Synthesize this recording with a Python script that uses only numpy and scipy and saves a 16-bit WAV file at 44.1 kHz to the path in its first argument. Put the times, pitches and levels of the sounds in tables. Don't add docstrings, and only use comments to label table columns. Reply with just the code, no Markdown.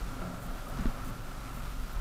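import sys
import numpy as np
from scipy import signal
from scipy.fft import rfft, irfft
from scipy.io import wavfile
from scipy.ndimage import uniform_filter1d

SR = 44100
rng = np.random.default_rng(int(sys.argv[2]) if len(sys.argv) > 2 else 0)


def natural_amplitude(level_db):
    exponent = np.asarray(level_db, float) / 20
    return 10 ** exponent


def store_wav(level_fs):
    pcm = np.round(np.clip(np.atleast_2d(level_fs), -1, 1) * 32767)
    wavfile.write(sys.argv[1], SR, pcm.T.astype(np.int16))


N = 88288

# t/s, level/dB
SURFACE = [(0, 1), (.19, 1), (.222, 5), (.26, 1), (.58, 2), (.62, -0.5), (.66, 0.5), (.79, 4), (.83, 3.5),
           (.9, 2), (1.04, 2.5), (1.09, 1), (1.15, 0), (1.3, 0.5), (1.6, 1.5), (1.68, 1), (1.78, -2.5),
           (2, 3)]


def level(x, db):
    return x * natural_amplitude(db) / np.sqrt(np.mean(x ** 2))


def band(x, hz, width):
    return signal.lfilter(*signal.iirpeak(hz, hz / width, SR), x)


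def struck_body(push, modes):
    out = 0
    for hz, width, db in modes:
        once = band(push, hz, width)
        out = out + natural_amplitude(db) * band(once, hz, width) / np.sqrt(width)
    return out


def butter(x, order, edge, kind="low"):
    return signal.sosfilt(signal.butter(order, edge, kind, fs=SR, output="sos"), x)


def walk(rate):
    k = int(SR / rate)
    held = np.repeat(rng.standard_normal(N // k + 1), k)
    return 1.3 * uniform_filter1d(uniform_filter1d(held, k), k)[:N]


def curve(table, axis):
    rows = np.array(table)
    return np.interp(np.arange(N) / SR, rows[:, 0], rows[:, axis])


def ring(at, db, hz, t60, rise=0.0013, turn=0.):
    out, start = np.zeros(N), int(at * SR) + 1
    part = out[start:start + int(t60 * SR)]
    t = (start + np.arange(len(part))) / SR - at
    decay = natural_amplitude(db - 60 * t / t60)
    part[:] = decay * (1 - np.exp(-t / rise)) * np.sin(2 * np.pi * hz * t + turn)
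    return out


def firing_cycles():
    firing_hz, first_firing_s = 23.12, .037
    speed = firing_hz * (1 + .004 * walk(13.73))
    return 1 - first_firing_s * firing_hz + np.cumsum(speed) / SR


def engine(cycles):
    # t/s, load level/dB, frame buzz level/dB
    throttle = [(0, -11, 3), (.08, 0.5, 5), (.22, 4, 5.5), (.31, 2.5, 6), (.46, 0, -1), (.55, -13, 6),
                (.61, 1, -13), (.67, -9, 8.5), (.76, 7, 1.5), (.95, 2, -3.5), (1.04, 1.5, 0),
                (1.08, -1.5, 7.5), (1.21, -5, 0.5), (1.32, -3.5, 1.5), (1.5, 0, 1), (1.62, 0.5, -12.5),
                (1.8, 1.5, 4), (2, -1, -10)]
    # multiple of firing rate, level/dB
    orders = [(1, -8), (2, 0.5), (3, -8.5), (4, -9), (5, -4), (6, -2.5), (7, -46), (8, -13.5), (9, -55),
              (10, -20), (11, -20), (12, -19.5)]
    # f/Hz, width/Hz, level/dB
    pipe_modes = [(180, 16.5, -1.5), (210.6, 24.7, -1), (255, 23, 3.5), (316, 83, -5)]
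    tone = 0
    for k, db in orders:
        lag = 1.6 * (k < 3)
        tone = tone + natural_amplitude(db + 3 * walk(5.38)) * np.cos(2 * np.pi * k * cycles - lag)
    strength = natural_amplitude(8.5 * rng.standard_normal(64))
    fired = np.diff(np.floor(cycles), prepend=0) * strength[cycles.astype(int)]
    push = level(fired, 0) + natural_amplitude(4.5) * rng.standard_normal(N)
    pipe = struck_body(push, [(hz, 1.82 * w, db - 10 * np.log10(1 / 1.82)) for hz, w, db in pipe_modes])
    pipe = pipe / uniform_filter1d(pipe ** 2, size=3000) ** .4
    frame = level(tone, -44.5) * natural_amplitude(curve(throttle, axis=1))
    return frame + level(pipe, -54) * natural_amplitude(curve(throttle, axis=2))


def tank_strands():
    # f/Hz, width/Hz, level/dB
    pitches = [(580.2, 58, -3.5), (708.7, 54, -4.5)]
    # t/s, level/dB
    hum = [(0, -6), (.12, -2.5), (.2, 4.5), (.5, 2), (.62, 0.5), (.7, 4.5), (.8, -0.5), (.9, -4),
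           (1.4, -5.5), (2, -8)]
    out = 0
    for hz, width, db in pitches:
        swing = level(butter(rng.standard_normal((2, N)), 2, width), db)
        turn = 2 * np.pi * np.cumsum(hz * (1 + .03 * walk(5.5))) / SR
        out = out + swing[0] * np.cos(turn) + swing[1] * np.sin(turn)
    return level(out, -54.5) * natural_amplitude(curve(hum, axis=1))


def wind():
    # t/s, level/dB
    gusts = [(0, -36.5), (.37, -43.5), (.41, -50), (.49, -34.5), (.62, -43), (.73, -37.5), (.78, -52),
             (.93, -52), (.97, -37), (1.1, -39), (1.5, -44), (1.68, -40.5), (1.72, -42.5), (1.8, -37),
             (1.89, -44), (2, -32)]
    gust_db = curve(gusts, axis=1)
    air = band(rng.standard_normal(N), 23, 14.8)
    air = butter(air * natural_amplitude(gust_db / 2), 4, 45)
    even = air / np.sqrt(uniform_filter1d(air ** 2, size=5000))
    return even * natural_amplitude(uniform_filter1d(gust_db, size=900) + 0.5)


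def road():
    # f/Hz, level per Hz/dB
    spectrum = [(35, -31), (60, -6), (202, -10), (267, -11.5), (436, -16), (1330, -14), (1850, -22),
                (13700, -34), (15800, -37.5)]
    crunch_top_hz = 2500
    hz, db = np.transpose(spectrum)
    f = np.fft.rfftfreq(N, 1 / SR) + 1
    shape = natural_amplitude(np.interp(np.log(f), np.log(hz), db)) * (f > 55)
    noise = rfft(rng.standard_normal(N)) * shape
    swell = walk(8.3) + walk(25.7)
    rough = curve(SURFACE, axis=1)
    out = 0
    for octave in np.arange(5.5, 14.6, .5):
        share = np.clip(1 - 2 * np.abs(np.log2(f) - octave), 0, 1)
        band_db = .45 * swell + .6 * walk(12.15) + rough * (2 ** octave < crunch_top_hz)
        out = out + natural_amplitude(band_db) * irfft(noise * share, N)
    return level(out, -46.5)


def gravel(cycles):
    # f/Hz, width/Hz, level/dB
    housing = [(1276, 100, 0.5), (1350, 60, 1.5), (1640, 50, -11), (1480, 70, -9.5)]
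    clicks_per_s, scatter_db = 2500, 2.2
    draw = rng.random((3, N))
    size = natural_amplitude(-scatter_db * np.log(draw[2] + 1e-9))
    clicks = (draw[0] < clicks_per_s / SR) * np.sign(draw[1] - .5) * size
    clicks = clicks * (1 + .2 * np.sin(2 * np.pi * cycles)) * natural_amplitude(0.53 * walk(10.7))
    rung = struck_body(clicks, [(hz, 1.93 * w, db) for hz, w, db in housing])
    return level(rung, -54.5) * natural_amplitude(curve(SURFACE, axis=1))


def grit():
    # t/s, level/dB
    thrown = [(0, 6), (.3, -6), (.7, -2), (.78, 6), (.95, 1), (1.38, -2), (1.45, 6), (1.52, 2), (1.58, 0),
              (1.63, 7), (1.71, 6), (1.76, -1), (2, -0.5)]
    draw = rng.random((2, N))
    hits = (draw[0] < 300 / SR) * (draw[1] - .5)
    return level(band(hits, 2400, 2500.0), -63) * natural_amplitude(curve(thrown, axis=1))


def shimmer():
    # f/Hz, width/Hz, level/dB
    bands = [(13400, 150, -76), (13800, 500, -74), (14100, 150, -79)]
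    hiss = rng.standard_normal(N)
    return sum(level(band(hiss, hz, w), db) for hz, w, db in bands) * natural_amplitude(2.3 * walk(9.3))


def heaves():
    # t/s, peak level/dB, f/Hz
    thumps = [(.795, -17, 28), (.8655, -11, 25), (.911, -22, 20), (.014, -27, 30), (.551, -25, 36),
              (.725, -26, 36), (.989, -25, 40), (1.634, -27, 40), (1.677, -24, 36), (1.783, -24, 32),
              (1.829, -25, 32), (1.961, -20, 40)]
    return sum(ring(s, db, hz, 1.9 / hz, rise=.004) for s, db, hz in thumps)


def jingle_ticks():
    # t/s, peak level/dB
    taps = [(.0453, -54), (.0638, -53), (.4028, -51), (.420, -52), (.4338, -44.5), (.449, -53),
            (.464, -44.5), (.512, -53), (.666, -53), (.684, -44), (.699, -46), (.885, -53), (.971, -54),
            (1.0447, -46), (1.0597, -47), (1.0767, -45.5), (1.0875, -53), (1.098, -49), (1.1006, -47),
            (1.1045, -50), (1.545, -52), (1.5628, -45), (1.5717, -50), (1.583, -50), (1.9163, -46),
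            (1.9314, -45), (1.9483, -47.5)]
    # f/Hz, level/dB, t60/s
    modes = [(7430, -12, .02), (9500, -9, .012), (10800, -13, .007), (13390, -6, .014), (13800, -5, .008),
             (14100, -5, .012), (14600, -5, .006), (15100, -7, .005)]
    out = 0
    for s, db in taps:
        for hz, part_db, t60 in modes:
            turn, odd = 2 * np.pi * rng.random(), rng.standard_normal()
            mode_db, mode_hz = db + part_db + 1.5 * odd, hz * (1 + .006 * odd)
            out = out + ring(s, mode_db, mode_hz, t60, rise=.0002, turn=turn)
    return out


def pebbles():
    # t/s, peak level/dB, f/Hz
    strikes = [(0.0468, -42, 1460), (0.0652, -42, 1220), (0.2184, -39, 1360), (0.3114, -38, 1300),
               (0.3556, -47, 1310), (0.427, -42, 1280), (0.5046, -47, 1260), (0.6674, -34, 1210),
               (0.6796, -37, 1296), (0.7387, -37, 1300), (0.7776, -40, 1180), (0.797, -36, 1340),
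               (0.839, -34, 1290), (0.8555, -32, 1190), (0.9063, -40, 1390), (1.0161, -35, 1340),
               (1.0405, -45, 1260), (1.215, -44, 1180), (1.359, -46, 1347), (1.399, -41, 1330),
               (1.4656, -42, 1320), (1.504, -46, 1314), (1.6716, -42, 1190), (1.7085, -43, 1330),
               (1.794, -47, 1310), (1.819, -43, 1270)]
    return sum(ring(s, db - 2, hz, .045, rise=.002) for s, db, hz in strikes)


def jolts():
    # t/s, peak level/dB, frame f/Hz, t60/s, knock level/dB
    stones = [(0.218, -33, 183, 0.094, -36.5), (.224, -36, 341, 0.078, -48), (.251, -36, 180, 0.55, -45),
              (0.271, -31, 135, 0.088, -42), (0.456, -32.5, 180, 0.086, -48.5),
              (0.787, -25.5, 230, 0.081, -52), (0.8099, -26.5, 194, 0.098, -58), (.849, -17, 24, .075, -60),
              (.8554, -17, 238, .045, -29), (.859, -31, 330, .03, -50), (0.883, -32.5, 231, 0.066, -44),
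              (1.06, -35.5, 255, 0.13, -59), (1.091, -32.5, 180, 0.12, -43), (1.107, -32, 116, 0.16, -41),
              (1.194, -32.5, 110, 0.15, -76), (1.571, -39, 240, 0.16, -44)]
    # f/Hz, level/dB, t60/s
    knock = [(420, -1, .025), (640, 0, .022), (900, -3, .02), (1150, 0, .025), (1450, -2, .018),
             (1900, -5, .012), (2700, -9, .01), (3400, -11, .01), (4300, -12, .01)]
    out = 0
    for s, db, hz, t60, knock_db in stones:
        out = out - ring(s, db, hz, t60, rise=0.003)
        for mode_hz, mode_db, mode_t60 in knock:
            struck_hz = mode_hz * (1 + .03 * rng.standard_normal())
            out = out - ring(s + .0009, knock_db + mode_db, struck_hz, mode_t60, rise=.0004)
    return out


def rattle():
    # t/s, length/s, thin level/dB, broad level/dB
    shakes = [(.408, .068, -65, -58.5), (.658, .052, -64.5, -64), (1.038, .075, -65.5, -60.5),
              (1.53, .075, -64, -66), (1.91, .052, -65.5, -63)]
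    # low f/Hz, high f/Hz
    edges = [(13100, 15000), (6200, 11200)]
    t, edge_s = np.arange(N) / SR, .012
    hits = rng.random(N) < 3000 / SR
    grains = rng.standard_normal(N) * hits * natural_amplitude(2.5 * walk(90))
    thin, broad = (level(butter(grains, 3, edge, "band"), 0) for edge in edges)
    out = 0
    for s, length, thin_db, broad_db in shakes:
        gate = np.clip(np.minimum(t - s, s + length - t) / edge_s, 0, 1)
        out = out + gate * (natural_amplitude(thin_db) * thin + natural_amplitude(broad_db) * broad)
    return out


def pings():
    # t/s, peak level/dB, f/Hz, t60/s
    strikes = [(.749, -52, 7400, .02), (.749, -56, 12000, .02), (.8096, -44, 6840, .022),
               (.809, -57, 14100, .07), (.754, -57, 14100, .05), (1.541, -52, 9600, .025),
               (.4145, -47, 9400, .012), (1.042, -50, 9400, .015), (1.099, -48, 9500, .02),
               (1.078, -51, 6200, .03), (1.093, -49, 6300, .012), (.424, -52, 7400, .03)]
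    return sum(ring(s, db, hz, t60) for s, db, hz, t60 in strikes)


def scene():
    cycles = firing_cycles()
    machine = engine(cycles) + tank_strands()
    ground = wind() + road() + gravel(cycles) + grit() + pebbles()
    shaken = heaves() + jolts()
    loose_metal = shimmer() + jingle_ticks() + rattle() + pings()
    return (machine + ground + shaken + loose_metal)[None]


def band_limit(x):
    return signal.sosfilt(signal.butter(12, 15660, fs=SR, output="sos"), x)


def record(dry):
    bass_cut = butter(dry, 2, 11, "high")
    top_cut = signal.ellip(12, .2, 90, 15600, fs=SR, output="sos")
    mix = signal.sosfilt(top_cut, bass_cut)
    return band_limit(mix)


dry = scene()
out = record(dry)
store_wav(out)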